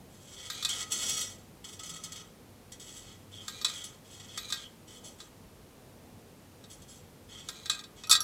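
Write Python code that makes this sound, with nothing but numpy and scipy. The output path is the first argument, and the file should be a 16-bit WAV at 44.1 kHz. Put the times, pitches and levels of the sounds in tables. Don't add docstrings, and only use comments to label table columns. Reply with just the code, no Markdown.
import sys
import numpy as np
from scipy import signal
from scipy.io import wavfile
from scipy.ndimage import uniform_filter1d

SR = 44100
rng = np.random.default_rng(int(sys.argv[2]) if len(sys.argv) > 2 else 0)


def wav_out(sig):
    wavfile.write(sys.argv[1], SR, np.round(np.clip(np.atleast_2d(sig).T, -1, 1) * 32767).astype(np.int16))


N = 362943
TIME = np.arange(N) / SR
REBOUND_GAP_S = .017

# touch t/s, far-edge catch t/s, drop t/s, slide/dB, catch/dB, drop/dB
TOGGLE_PASSES = [(0.502, 0.627, .65, -47.5, -29.5, -21), (3.482, 3.615, 3.648, -51.5, -35.5, -17.5),
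                 (4.377, 4.503, 4.525, -48.5, -35.5, -23), (7.4885, 7.659, 7.699, -55.5, -34.5, -18)]
# f/Hz, level/dB
WASH_SPECTRUM = [(150, -7.5), (450, -3), (950, -11.5), (1400, 3), (1750, -25), (2400, -14), (3200, 2),
                 (5000, 3.5), (7700, 2.5), (9300, -6.5), (11000, -8.5), (12800, -15), (15800, -21)]


def wheel(rub_db=-3, rub_rise_s=.013, rub_t60_s=.36, tick_db=-8, tick_rise_s=.004, tick_t60_s=.12):
    # t/s, length/s, level/dB, swell over the stroke/dB, brightness/dB
    rubs = [(0.097, 0.23, -68.5, 8.5, 17), (.26, 0.21, -53.5, 10, -4), (0.488, 0.2, -47.5, 0, -12.5),
            (0.687, 0.13, -36, -0.5, -3), (0.899, 0.34, -34, 0, 5), (1.636, .1, -51.5, -0.5, 4),
            (1.803, 0.41, -53, 0, -8), (2.8, 0.17, -48, 4, 4), (3.042, 0.084, -55.5, -2, -17.5),
            (3.31, .31, -51, -1, -6), (3.679, 0.2, -36.5, -11, 0), (4.041, 0.11, -59.5, 12, 1),
            (4.22, 0.41, -53, 4, -7.5), (4.868, 0.1, -54, 2.5, 3), (5.034, 0.035, -50, 0, 10),
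            (5.181, 0.065, -49, -7, 2), (6.693, 0.035, -53, -1.5, 12), (6.875, 0.055, -57.5, 3.5, 15),
            (7.283, 0.33, -53, -4, -12), (7.958, 0.098, -61, 2, -20), (8.156, .07, -50, -2, -6)]
    # t/s, level/dB, brightness/dB
    ticks = [(0.6914, -22.5, 12), (0.7993, -40, -3), (.921, -20, 11.5), (1.0274, -27, -12),
             (1.095, -23, 12), (1.213, -24.5, 14), (1.6444, -32, 0), (1.6893, -36, 2), (1.7293, -36.5, 6),
             (1.7945, -31, -1), (1.8355, -31, 5), (1.8607, -32, 6), (1.8949, -29.5, 8), (1.94, -35.5, 8),
             (1.9624, -32.5, 1), (2.0389, -29.5, 10.5), (2.1219, -31.5, 6), (2.1611, -32, -2),
             (2.7216, -34, 6), (2.7997, -42.5, 18), (3.8413, -32.5, 13), (4.1994, -36.5, -8),
             (6.82, -48.5, 17)]
    push = np.zeros(N)
    for s, length_s, db, swell_db, bright_db in rubs:
        t = np.arange(0, length_s + rub_t60_s, 1 / SR)
        waver_db = 1.93 * wander(len(t), step_s=.032)
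        pressure = amp(db + swell_db * np.minimum(t / length_s, 1) + waver_db)
        contact = np.minimum(t / rub_rise_s, 1) * fade(np.maximum(t - length_s, 0), rub_t60_s)
        rub = slips(len(t), per_s=3500, spread_db=3) * pressure * contact
        add(push, s, amp(rub_db) * brighten(rub, bright_db))
    t = TIME[:SR // 4]
    envelope = np.minimum(t / tick_rise_s, 1) * fade(t, tick_t60_s)
    for s, db, bright_db in ticks:
        burst = slips(len(t), per_s=9000, spread_db=2.5) * envelope
        add(push, s - tick_rise_s, amp(db + tick_db) * brighten(burst, bright_db))
    return wheel_body(push)


def wheel_body(push, wash_db=-11.5, wash_t60_s=.045):
    # f/Hz, width/Hz, level/dB
    modes = [(1262, 8.3, 4), (1972, 19, 2.5), (2214, 110, -4), (2587, 31, -3), (3072, 34, 4.5),
             (3287, 126, 4.5), (3394, 33, 4), (4320, 60, -4), (5698, 23, 1), (5724, 42, 0.5), (6200, 19, 6),
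             (6540, 150, -4.5), (7610, 115, 4.5), (7630, 26, -7), (8090, 50, -29), (8610, 82, -10),
             (9800, 28, -2.5), (9740, 35, -19)]
    tap = signal.unit_impulse(SR // 8)
    clear = sum(amp(db) * resonate(tap, hz, width_hz) for hz, width_hz, db in modes)
    crowd = rng.standard_normal(len(tap)) * fade(TIME[:len(tap)], wash_t60_s)
    wash = colour(.5 * tap + crowd / np.linalg.norm(crowd), WASH_SPECTRUM)
    response = clear + amp(wash_db) * wash
    return signal.fftconvolve(push, response / np.linalg.norm(response))[:N]


def blows(clack_t60_s=.057, touch_t60_s=.065, rebound_db=-14.5, loss_db=2.5):
    # t/s, level/dB, brightness/dB
    knocks = [(5.2041, -40.5, -6.5), (6.641, -52, -16), (7.792, -38.5, -4), (7.839, -45, -11),
              (8.038, -44, -20.5), (8.105, -25, 13), (8.1133, -10, 8), (8.128, -13.5, 6), (8.145, -27, 15),
              (8.153, -17.5, -4), (8.163, -23.5, 0)]
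    rows = [(s, db, clack_t60_s, bright_db, 0) for s, db, bright_db in knocks]
    for touch_s, catch_s, drop_s, _, catch_db, drop_db in TOGGLE_PASSES:
        rows.append((touch_s, -29, touch_t60_s, 1.5, 5))
        rows.append((catch_s, catch_db, touch_t60_s, -6.5, 0))
        rows.append((drop_s, drop_db, clack_t60_s, -4.5, 0))
        for k in range(3):
            rebound_s = drop_s + (k + 1) * REBOUND_GAP_S
            rows.append((rebound_s, drop_db + rebound_db - k * loss_db, clack_t60_s, -6.5, 0))
    return rows


def clacks(gain_db=-5, ring_db=-10, snap_db=-12, vary_db=5, rise_s=.0022, plate_hz=2300):
    # f/Hz, level/dB, t60/s
    modes = [(720, -23, .08), (1040, -16, .08), (1232, -6, .11), (1310, -12, .08), (1410, -14, .07),
             (1600, -8, .07), (1900, -10, .09), (2516, -12, .16), (3473, -5, .1), (3595, -7, .07),
             (3770, -7, .06), (3887, -3, .1), (3939, -2, .1), (4388, -6, .1), (4452, -1, .12),
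             (4720, -8, .07), (4800, -8, .07), (4991, -7, .09), (5350, -8, .09), (5569, -5, .1),
             (6640, -9, .06), (7020, -13, .09), (7524, -3, .12), (7956, -5, .12), (8800, -14, .1),
             (9848, -15, .13), (11165, -15, .08), (13790, -22, .18), (14163, -20, .11)]
    # f/Hz, level/dB
    crack_spectrum = [(200, -25), (900, -21.5), (1250, -18.5), (2200, -10), (2900, -14.5), (3600, 10),
                      (4700, -1.5), (6000, -1.5), (6900, -2), (7250, -0.5), (7600, -5), (11300, -11),
                      (12700, -24), (15800, -28)]
    out, t = np.zeros(N), TIME[:SR // 4]
    hz, mode_db, mode_t60_s = np.transpose(modes)[:, :, None]
    for s, db, t60_s, bright_db, thud_db in blows():
        gains = amp(mode_db + vary_db * rng.uniform(-1, 1, hz.shape) + thud_db * (hz < plate_hz))
        partials = np.sin(2 * np.pi * (hz * t + rng.random(hz.shape)))
        ring = (gains * fade(t, mode_t60_s) * partials).sum(0)
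        spectrum = [(f, level + thud_db * (f < plate_hz)) for f, level in crack_spectrum]
        crack = unit(colour(slips(len(t), per_s=11000, spread_db=-.3), spectrum)) * fade(t, t60_s)
        crack = brighten(crack, 9 * fade(t, t60_s=.017) - 2)
        blow = (crack + amp(ring_db) * ring) * np.minimum(t / rise_s, 1)
        blow /= np.std(blow[:SR // 200])
        snap = amp(snap_db) * unit(np.diff(rng.standard_normal(len(t) + 1))) * fade(t, t60_s=.0083)
        add(out, s - rise_s, amp(db + gain_db) * (brighten(blow, bright_db) + snap))
    return out


def drags(settle_s=.107, settle_db=-33):
    # f/Hz, width/Hz, level/dB
    rasp_modes = [(2410, 22, 7), (3760, 260, -7), (3960, 164, 7), (4540, 73, -2), (6450, 290, 0),
                  (7400, 43, -16), (8100, 52, -5), (12040, 80, -20)]
    out = np.zeros(N)
    for touch_s, _, drop_s, slide_db, _, drop_db in TOGGLE_PASSES:
        slide = (touch_s, drop_s - touch_s, slide_db)
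        settle = (drop_s + REBOUND_GAP_S, settle_s, drop_db + settle_db)
        for s, length_s, db in (slide, settle):
            count = round(length_s * SR)
            push = slips(count, per_s=1200, spread_db=4)
            rasp = sum(amp(level) * resonate(push, hz, width_hz) for hz, width_hz, level in rasp_modes)
            add(out, s, amp(db) * unit(rasp) * signal.windows.tukey(count, .2))
    return out


def spring(buzz_db=-15):
    # t/s, level/dB, buzz t60/s
    flicks = [(8.072, -45.5, 0.038), (8.096, -25, 0.12), (8.205, -28.5, 0.061), (8.217, -39, 0.064)]
    # f/Hz, level/dB, ring time scale/s
    modes = [(1280, 10, 0.091), (3860, -7.5, .015), (4450, 5.5, 0.025), (5640, 11.5, 0.039),
             (6000, -4, 0.032), (7200, -19, .04), (7600, -7, .03), (8450, -2, 0.036), (11200, 10, 0.036),
             (14180, -13, .06)]
    out, t = np.zeros(N), TIME[:SR // 5]
    for s, db, t60_s in flicks:
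        buzz = slips(len(t), per_s=5000, spread_db=1.5) * fade(t, t60_s)
        push = buzz + 15 * signal.unit_impulse(len(t))
        ring = sum(amp(level) * resonate(push, hz, 1.5 / ring_s) for hz, level, ring_s in modes)
        ring += amp(buzz_db) * colour(buzz, WASH_SPECTRUM)
        add(out, s, amp(db) * ring / np.std(ring[:SR // 100]))
    return out


def whirrs(centre_hz=3300, half_width_hz=130, wander_hz=60, creep_s=.016):
    # t/s, length/s, level/dB
    strokes = [(.35, .15, -54), (.69, .055, -37), (3.315, .13, -50.5), (3.74, .12, -48), (4.28, .1, -55),
               (4.56, .13, -50.5), (7.305, .14, -54)]
    out = np.zeros(N)
    lowpass = signal.butter(2, half_width_hz, fs=SR, output="sos")
    for s, length_s, db in strokes:
        count = round(length_s * SR)
        hz = centre_hz + wander_hz * wander(count, creep_s)
        carrier = np.exp(2j * np.pi * np.cumsum(hz) / SR)
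        push = slips(count, per_s=2500, spread_db=2.5)
        whirr = (carrier * signal.sosfilt(lowpass, push / carrier)).real
        add(out, s, amp(db) * unit(whirr) * signal.windows.tukey(count, .4))
    return out


def ringing_tones(rise_fraction=.035, ping_s=.063, ping_hz=12040, ping_db=-9):
    # t/s, length/s, f/Hz, level/dB
    tones = [(1.03, .28, 5720, -45), (1.79, .48, 1280, -61), (1.82, .45, 6060, -60), (1.85, .5, 168, -61),
             (2.8, .27, 7720, -61), (3.84, .035, 10350, -53), (4.88, .2, 3050, -65),
             (5.04, .08, 10010, -62), (6.708, .06, 9850, -62), (6.89, .08, 10020, -65),
             (7.7, .08, 2520, -54), (8.04, .05, 2520, -55)]
    pings = [(s, ping_s, ping_hz, slide_db + ping_db)
             for touch_s, catch_s, _, slide_db, *_ in TOGGLE_PASSES for s in (touch_s, catch_s)]
    out = np.zeros(N)
    for s, length_s, hz, db in tones + pings:
        progress = np.linspace(0, 1, round(length_s * SR))
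        envelope = np.minimum(progress / rise_fraction, 1) * np.sqrt(1 - progress)
        width_hz = 28 * np.sqrt(hz / 1000)
        tone = resonate(resonate(rng.standard_normal(SR), hz, width_hz), hz, 4 * width_hz)
        add(out, s, amp(db) * unit(tone[-len(envelope):] * envelope))
    return out


def room(x, reflections_per_s=3000, delay_s=.006):
    # f/Hz, t60/s
    decay = [(300, 0.17), (1500, 0.56), (5000, 0.079), (14000, 0.054)]
    count = SR // 2
    taps = rng.choice([-1., 1.], count) * (rng.random(count) < reflections_per_s / SR)
    hz, t, spectra = signal.stft(taps * (TIME[:count] > delay_s), SR, nperseg=256)
    _, tail = signal.istft(spectra * fade(t, curve_at(decay, hz)[:, None]), SR, nperseg=256)
    return signal.fftconvolve(x, tail / np.linalg.norm(tail))[:N]


def background(air_db=-56, rumble_db=-61):
    # f/Hz, level/dB
    air_spectrum = [(12, -41), (20, -26), (38, -5.5), (65, -6.5), (86, -0.5), (123, -2.5), (187, -4),
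                    (459, -9), (513, -8), (558, -16), (1090, -16), (1290, -18.5), (1530, -20),
                    (14700, -28.5), (16000, -44)]
    # f/Hz, level/dB
    rumble_spectrum = [(60, -22.5), (125, -2), (170, -2), (230, 0.5), (320, -10), (480, -5.5), (800, -11),
                       (1500, -37)]
    swells = [(.05, .08, 4.5), (1.1, 0.27, 8.5), (5.06, 0.076, 6.5), (6.0, .3, 3)]
    # f/Hz, nominal width/Hz, level/dB
    hum_lines = [(50.5, 4.9, -70), (97.42, 1.3, -65)]
    air = amp(air_db) * unit(colour(rng.standard_normal(N), air_spectrum))
    swell_db = sum(db * np.exp(-((TIME - s) / width_s) ** 2) for s, width_s, db in swells)
    rumble = amp(rumble_db + swell_db) * unit(colour(rng.standard_normal(N), rumble_spectrum))
    hum = np.zeros(N)
    for hz, width_hz, db in hum_lines:
        band = resonate(rng.standard_normal(N + SR), hz, 2 * width_hz)
        hum += amp(db) * unit(resonate(band, hz, 2 * width_hz)[SR:])
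    return air + rumble + hum


def slips(count, per_s, spread_db):
    size = amp(spread_db * np.minimum(rng.exponential(1, count), 4))
    return unit(size * rng.choice([-1, 1], count) * (rng.random(count) < per_s / SR))


def wander(count, step_s):
    size = max(int(step_s * SR), 1)
    drift = uniform_filter1d(rng.standard_normal(count + SR), size)
    return unit(uniform_filter1d(drift, size))[SR // 2:][:count]


def resonate(x, hz, width_hz):
    r = np.exp(-np.pi * width_hz / SR)
    return signal.lfilter([1 - r, 0, r - 1], [1, -2 * r * np.cos(2 * np.pi * hz / SR), r * r], x)


def colour(x, points, size=4096):
    log_gain = np.log(amp(curve_at(points, abs(np.fft.fftfreq(size, 1 / SR)))))
    taps = np.fft.ifft(np.exp(np.conj(signal.hilbert(log_gain)))).real
    return signal.fftconvolve(x, taps[:size // 2])[:len(x)]


def brighten(x, bright_db, pivot_hz=4800):
    body = signal.sosfilt(signal.butter(1, pivot_hz, fs=SR, output="sos"), x)
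    return body * amp(-bright_db / 2) + (x - body) * amp(bright_db / 2)


def curve_at(points, hz):
    f, value = np.transpose(points)
    return np.interp(np.log(hz + 1), np.log(f + 1), value)


def fade(t, t60_s):
    return 1e-3 ** (t / t60_s)


def amp(db):
    return 10 ** (np.asarray(db) / 20)


def unit(x):
    return x / np.sqrt(np.mean(x ** 2) + 1e-20)


def add(mix, s, sound):
    part = mix[max(round(s * SR), 0):][:len(sound)]
    part += sound[:len(part)]


def scene(room_db=-15):
    clock = wheel() + whirrs() + ringing_tones() + clacks() + spring() + drags()
    return (clock + amp(room_db) * room(clock) + background())[None]


def record(dry, cutoff_hz=16200):
    taps = signal.firwin(511, cutoff_hz, window=("kaiser", 9), fs=SR)
    return signal.oaconvolve(dry, taps[None], "same")


dry = scene()
out = record(dry)
wav_out(out)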